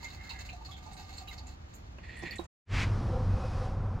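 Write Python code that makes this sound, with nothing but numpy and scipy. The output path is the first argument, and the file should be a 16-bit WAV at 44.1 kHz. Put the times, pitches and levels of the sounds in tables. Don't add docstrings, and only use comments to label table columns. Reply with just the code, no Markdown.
import sys
import numpy as np
from scipy import signal
from scipy.fft import rfft, irfft
from scipy.io import wavfile
from scipy.ndimage import uniform_filter1d

SR = 44100
rng = np.random.default_rng(int(sys.argv[2]) if len(sys.argv) > 2 else 0)


def put_to_file(sound):
    columns = np.atleast_2d(sound).T
    safe = np.clip(columns, -1, 1)
    whole_steps = np.round(safe * 32767)
    wavfile.write(sys.argv[1], SR, whole_steps.astype(np.int16))


N = 176400
TIME_S = np.arange(N) / SR
RING_S = TIME_S[:SR // 4]


# time_s, gain_db
FLOW = [(0, 4), (.14, 0), (.22, -9.5), (.44, -1), (.59, -14.5), (1.0, -6.5), (1.22, -10), (1.49, -8.5),
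        (1.56, -20)]
# freq_hz, gain_db
PATTER_SPECTRUM = [(300, -0.5), (2000, -4), (3200, -7), (4400, 3), (5600, -8), (7200, -0.5), (8400, -22.5),
                   (15000, -17)]
IMPACTS_PER_S, PATTER_DB = 350, -50.5

def trickle():
    patter = in_can(colour(clicks(IMPACTS_PER_S, spread_db=3), PATTER_SPECTRUM))
    flow = curve(FLOW) * undb(PATTER_DB) * uneven(per_s=35, depth_db=7)
    return patter * (flow + spray())


# freq_hz, gain_db, t60_s
CAN_MODES = [(942, -8, 0.07), (2126, 2, 0.11), (2660, 1, 0.065), (3790, 1, 0.068), (4277, -4.5, .045),
             (6770, -11, 0.035)]
CAN_T60_S = 0.12

def in_can(x):
    response = undb(7) * burst(CAN_T60_S) + unit(modes(CAN_MODES))
    response[:, 0] += undb(-6) * np.sqrt(len(RING_S))
    return unit(signal.fftconvolve(x[None], response, axes=1)[:, :N])


# start_s, pitch_hz, level_db, t60_s, splash_share
DRIPS = [(.044, 2122, -43, 0.14, 0.05), (.043, 6760, -53.5, 0.06, 0.3), (0.107, 4240, -56, 0.028, 0.66),
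         (0.292, 4180, -45, 0.11, 0.7), (0.297, 2677, -47.5, 0.14, 0.21), (.360, 2014, -56, 0.05, 0.9),
         (0.389, 6980, -52.5, 0.05, 0.5), (0.489, 2584, -46, 0.055, 0.85), (.526, 4070, -56, 0.032, 0.6),
         (.648, 4396, -48, 0.087, 0.4), (.712, 3410, -51, 0.23, 0.95), (1.137, 4300, -54, 0.028, 0.7),
         (1.170, 7430, -54.5, 0.031, 0.06), (1.181, 4380, -47, 0.037, 0.2), (1.274, 2900, -48.5, .05, 0.7),
         (1.278, 3880, -49.5, 0.087, 0.07), (1.311, 2116, -49, 0.059, 0.6), (1.378, 4620, -51, 0.043, 0.5),
         (1.468, 7140, -55, 0.035, 0.3), (1.736, 6950, -57, 0.086, 0.7)]

def drips():
    out = np.zeros((2, N))
    for start_s, pitch_hz, level_db, t60_s, splash_share in DRIPS:
        add(out, start_s, bubble(pitch_hz, t60_s, splash_share), level_db)
    return out


def spray():
    gain = np.zeros((1, N))
    for start_s, _, level_db, _, _ in DRIPS:
        add(gain, start_s, decay(t60_s=.25)[None], level_db - 9)
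    return gain


# start_s, level_db, pitch_hz
GURGLES = [(.026, -51.5, 920), (.312, -47.5, 907), (.531, -49, 725), (.609, -50, 908), (.688, -52.5, 1158),
           (.863, -49, 876), (.886, -53, 830), (.953, -58, 840), (.994, -52, 830), (1.216, -54, 753),
           (1.403, -55, 873)]

def gurgles():
    out = np.zeros((2, N))
    for start_s, level_db, pitch_hz in GURGLES:
        add(out, start_s, bubble(pitch_hz, t60_s=0.053, splash_share=0.055), level_db)
    return out


def bubble(pitch_hz, t60_s, splash_share, rise=0.032, attack_s=0.0026, echo_db=4):
    glide = 1 + rise * (np.minimum(RING_S / t60_s, 1) - .2)
    tone = np.sin(2 * np.pi * pitch_hz * np.cumsum(glide) / SR)
    band_hz = [pitch_hz / 1.09, min(pitch_hz * 1.067, 7900)]
    bandpass = signal.butter(2, band_hz, "band", fs=SR, output="sos")
    splash = unit(signal.sosfilt(bandpass, rng.standard_normal(len(RING_S))))
    envelope = decay(t60_s) * (1 - np.exp(-RING_S / attack_s))
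    pop = (np.sqrt(1 - splash_share) * tone + np.sqrt(splash_share) * splash) * envelope
    walls = burst(CAN_T60_S) * undb(echo_db) / np.sqrt(len(RING_S))
    walls[:, 0] += 1
    return signal.fftconvolve(pop[None], walls, axes=1)


# time_s, level_db
SPLASH_LEVEL = [(0, -61), (.4, -51), (.5, -63), (.62, -94.5)]
# freq_hz, width_hz, gain_db
SPLASH_PEAK = [(1770, 590, 0)]

def wall_splash():
    impacts = clicks(IMPACTS_PER_S, spread_db=3)
    return in_can(resonate(impacts, SPLASH_PEAK)) * curve(SPLASH_LEVEL)


# time_s, level_db
BURBLE_LEVEL = [(.25, -64.5), (.9, -57), (1.48, -61.5), (1.6, -77)]
# freq_hz, width_hz, gain_db
NECK_PEAKS = [(754, 68, 1), (901, 58, 0.5), (1198, 33, 1)]

def burble(t60_s=.02):
    impacts = clicks(IMPACTS_PER_S, spread_db=0.95)
    echoes = burst(t60_s) + burst(t60_s)[:1]
    churn = signal.fftconvolve(impacts[None], echoes, axes=1)[:, :N]
    return unit(resonate(churn, NECK_PEAKS)) * curve(BURBLE_LEVEL)


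# start_s, level_db, centre_hz
SPATTERS = [(0.530, -61, 6240), (.660, -67, 7200), (.860, -61, 6000), (0.931, -57.5, 7760),
            (1.03, -59, 5000), (1.285, -60, 12000), (1.745, -62.5, 12600), (2.168, -61, 8000),
            (2.188, -60, 8670), (2.222, -56.5, 5550), (2.309, -59, 12500), (2.358, -52, 7400),
            (2.439, -62, 7100)]

def spatter(width_share=0.29):
    out = np.zeros((2, N))
    for start_s, level_db, centre_hz in SPATTERS:
        droplets = burst(t60_s=0.16) * np.abs(rng.standard_normal(len(RING_S)))
        add(out, start_s, resonate(droplets, [(centre_hz, centre_hz * width_share, 0)]), level_db)
    return out


# start_s, level_db
TAPS = [(1.985, -48.5)]
# time_s, gain_db
PRESSURE = [(2.02, -22.5), (2.045, -9.5), (2.12, -9.5), (2.2, -2.5), (2.27, 1.5), (2.365, -1), (2.385, -20)]
# freq_hz, width_hz, gain_db
SCRAPE_PEAKS = [(1888, 162, 8), (2400, 690, -4), (3450, 210, -9.5), (4300, 470, -10.5), (7150, 790, -22.5)]
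# freq_hz, gain_db
RASP_SPECTRUM = [(200, 15.5), (600, 4.5), (4000, -21.5), (15000, -47)]
SCRAPE_DB, RASP_GAIN_DB = -44.5, -8.5

def tin_scrape():
    common, left, right = (clicks(per_s=3000, spread_db=1) for _ in range(3))
    slips = common + .5 * np.array([left, right])
    scrape = unit(resonate(slips, SCRAPE_PEAKS)) + undb(RASP_GAIN_DB) * unit(colour(slips, RASP_SPECTRUM))
    grip = curve(PRESSURE) * uneven(per_s=35, depth_db=4)
    touching = TIME_S > TAPS[0][0]
    out = scrape * grip * touching * undb(SCRAPE_DB)
    for start_s, level_db in TAPS:
        tap = colour(burst(t60_s=0.054), [(300, 7), (2900, 6), (3600, -35)])
        add(out, start_s, tap, level_db)
    return out


# start_s, pitch_hz, level_db, t60_s
PINGS = [(2.309, 4470, -42.5, 0.08), (2.384, 3824, -45, 0.14)]

def rim_pings():
    out = np.zeros((2, N))
    for start_s, pitch_hz, level_db, t60_s in PINGS:
        ring = unit(modes([(pitch_hz, 0, t60_s)])[:1])
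        strike = unit(resonate(burst(t60_s / 2), [(pitch_hz, pitch_hz / 10, 0)]))
        add(out, start_s, ring + strike, level_db)
    return out


# start_s, level_db
KNOCKS = [(2.224, -47), (2.234, -39.5), (2.392, -34)]
# freq_hz, gain_db, t60_s
FUNNEL_MODES = [(178, -13, 0.2), (343, 0.5, 0.078), (510, -7, 0.041), (736, -3.5, 0.032),
                (1031, -11.5, 0.069)]

def funnel_knocks(crack_db=-9.5, push_s=.008):
    out = np.zeros((2, N))
    attack = 1 - decay(push_s)
    for start_s, level_db in KNOCKS:
        crack = colour(burst(t60_s=0.24), [(300, -5), (1000, 3), (1600, -11), (15000, -32)])
        body = unit(modes(FUNNEL_MODES)[:1] + .5 * modes(FUNNEL_MODES))
        add(out, start_s, (body + undb(crack_db) * unit(crack)) * attack, level_db)
    return out


# time_s, level_db
SWISH_LEVEL = [(2.66, -44), (2.81, -34.5), (2.835, -35.5), (2.86, -48), (2.93, -60), (3.05, -66)]
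# freq_hz, gain_db
SWISH_SPECTRUM = [(400, -20), (1100, 2.5), (2300, 6), (3200, -1.5), (7000, -13.5), (8500, -22),
                  (14500, -41)]
# time_s, level_db
RUB_LEVEL = [(2.8, -50), (3.3, -54.5), (3.42, -51), (3.65, -50.5), (3.8, -62.5)]
# freq_hz, gain_db
RUB_SPECTRUM = [(1200, 15), (2500, 0.5), (5500, 0), (8500, -14), (10500, -14.5), (15000, -41)]

def sleeve():
    return noise(SWISH_SPECTRUM) * curve(SWISH_LEVEL) + noise(RUB_SPECTRUM) * curve(RUB_LEVEL)


# time_s, level_db
CLAMP_LEVEL = [(3.25, -76), (3.42, -62.5), (3.66, -69), (3.72, -85)]
# freq_hz, width_hz, gain_db
CLAMP_PEAK = [(2520, 100, 0)]

def wire_clamp():
    slips = clicks(per_s=350, spread_db=3.6)
    return unit(resonate(slips, CLAMP_PEAK)) * curve(CLAMP_LEVEL)


# time_s, level_db
DRONE_LEVEL = [(3.04, -63), (3.14, -40.5), (3.24, -47), (3.3, -56), (3.43, -40), (3.5, -51.5),
               (3.57, -43.5), (3.76, -47), (3.84, -54)]
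# freq_hz, width_hz, gain_db
DRONE_PEAKS = [(515, 63, -3.5), (757, 69, -8), (1000, 54, -16.5), (1350, 110, -21)]

def far_drone():
    return unit(resonate(rng.standard_normal(N), DRONE_PEAKS)) * curve(DRONE_LEVEL)


# time_s, level_db
WIND_LEVEL = [(2.66, -30.5), (3.35, -31.5), (3.55, -35.5), (4, -35)]
# freq_hz, gain_db
WIND_SPECTRUM = [(27, -7), (36, -1), (65, -8), (110, -5.5), (150, -14.5), (220, -17.5), (280, -23.5),
                 (1000, -36.5), (3000, -73)]
# freq_hz, width_hz, gain_db
THRUM_PEAKS = [(96.2, 9, -2), (117.2, 8.1, -5)]

def wind(thrum_db=-2.5):
    rumble = noise(WIND_SPECTRUM)
    thrum = unit(resonate(rng.standard_normal(N), THRUM_PEAKS))
    return (rumble + undb(thrum_db) * thrum) * curve(WIND_LEVEL)


# freq_hz, gain_db
YARD_SPECTRUM = [(300, -1.5), (1100, 6), (2300, -17.5), (7000, -70), (8500, -44), (14000, -59)]

def yard_air(level_db=-51):
    return noise(YARD_SPECTRUM) * undb(level_db)


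# freq_hz, gain_db
RUMBLE_SPECTRUM = [(25, -18), (55, 1), (78, 0), (110, -9), (300, -21), (700, -37.5)]
# freq_hz, gain_db
AIR_SPECTRUM = [(300, 0), (800, 4.5), (1400, -1), (4000, -10), (7000, -15), (8500, -33.5), (15000, -32.5)]
RUMBLE_DB, AIR_DB, RIGHT_LAG_S = -47.5, -63.5, 0.00049

def shed_air():
    low = noise(RUMBLE_SPECTRUM)
    delayed = np.roll(low, int(RIGHT_LAG_S * SR))
    rumble = np.array([low * undb(RUMBLE_DB - .5), delayed * undb(RUMBLE_DB + .5)])
    mid = noise(AIR_SPECTRUM)
    side = undb(4.5) * noise(AIR_SPECTRUM)
    return rumble + np.array([mid + side, mid - side]) * undb(AIR_DB)


def undb(db):
    return 10 ** (np.asarray(db) / 20)


def unit(x):
    return x / np.sqrt(np.mean(x ** 2) + 1e-20)


def curve(points):
    return undb(np.interp(TIME_S, *np.array(points).T))


def colour(x, points):
    hz, db = np.array(points).T
    f = np.maximum(np.fft.rfftfreq(x.shape[-1], 1 / SR), 1)
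    skirts = 1 / np.sqrt((1 + (.6 * hz[0] / f) ** 4) * (1 + (f / hz[-1] / 2) ** 4))
    gain = undb(np.interp(np.log(f), np.log(hz), db))
    return irfft(rfft(x) * skirts * gain, x.shape[-1])


def resonate(x, peaks):
    f = np.maximum(np.fft.rfftfreq(x.shape[-1], 1 / SR), 1)
    gain = sum(undb(db) / (1 + ((f - hz * hz / f) / width_hz) ** 2) for hz, width_hz, db in peaks)
    return irfft(rfft(x) * gain, x.shape[-1])


def noise(spectrum):
    return unit(colour(rng.standard_normal(N), spectrum))


def decay(t60_s):
    return np.exp(-np.log(1000) * RING_S / t60_s)


def burst(t60_s):
    return unit(rng.standard_normal((2, len(RING_S))) * decay(t60_s))


def modes(table):
    return sum(undb(db) * decay(t60_s) * np.sin(2 * np.pi * (hz * RING_S + rng.random((2, 1))))
               for hz, db, t60_s in table)


def clicks(per_s, spread_db):
    impulses = (rng.random(N) < per_s / SR) * rng.choice([-1, 1], N)
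    return impulses * undb(spread_db * np.minimum(rng.exponential(size=N), 4))


def uneven(per_s, depth_db):
    hold = int(SR / per_s)
    steps = (2 * rng.random(N) - 1)[np.arange(N) // hold]
    return unit(undb(depth_db * uniform_filter1d(steps, hold // 2)))


def add(out, start_s, sound, level_db):
    power = uniform_filter1d(np.mean(sound ** 2, axis=0), SR // 100)
    i = int(start_s * SR)
    out[:, i:i + sound.shape[1]] += sound[:, :N - i] * undb(level_db) / np.sqrt(power.max())


SHED_END_S, SHED_FADE_S, YARD_START_S, YARD_FULL_S = 2.467, 0.0093, 2.6485, 2.743

def scene():
    liquid = trickle() + wall_splash() + burble() + spatter() + drips() + gurgles()
    handling = tin_scrape() + rim_pings() + funnel_knocks()
    pan = undb([[-1.5], [1.5]])
    indoors = (liquid + handling) * pan + shed_air()
    outdoors = wind() + far_drone() + sleeve() + wire_clamp() + yard_air()
    fade_out = np.clip((SHED_END_S - TIME_S) / SHED_FADE_S, 0, 1)
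    fade_in = np.clip((TIME_S - YARD_START_S) / (YARD_FULL_S - YARD_START_S), 0, 1) ** 2.77
    return indoors * fade_out + outdoors * fade_in


def record(dry):
    return signal.sosfilt(signal.ellip(10, .2, 80, 15850, fs=SR, output="sos"), dry)


dry = scene()
out = record(dry)
put_to_file(out)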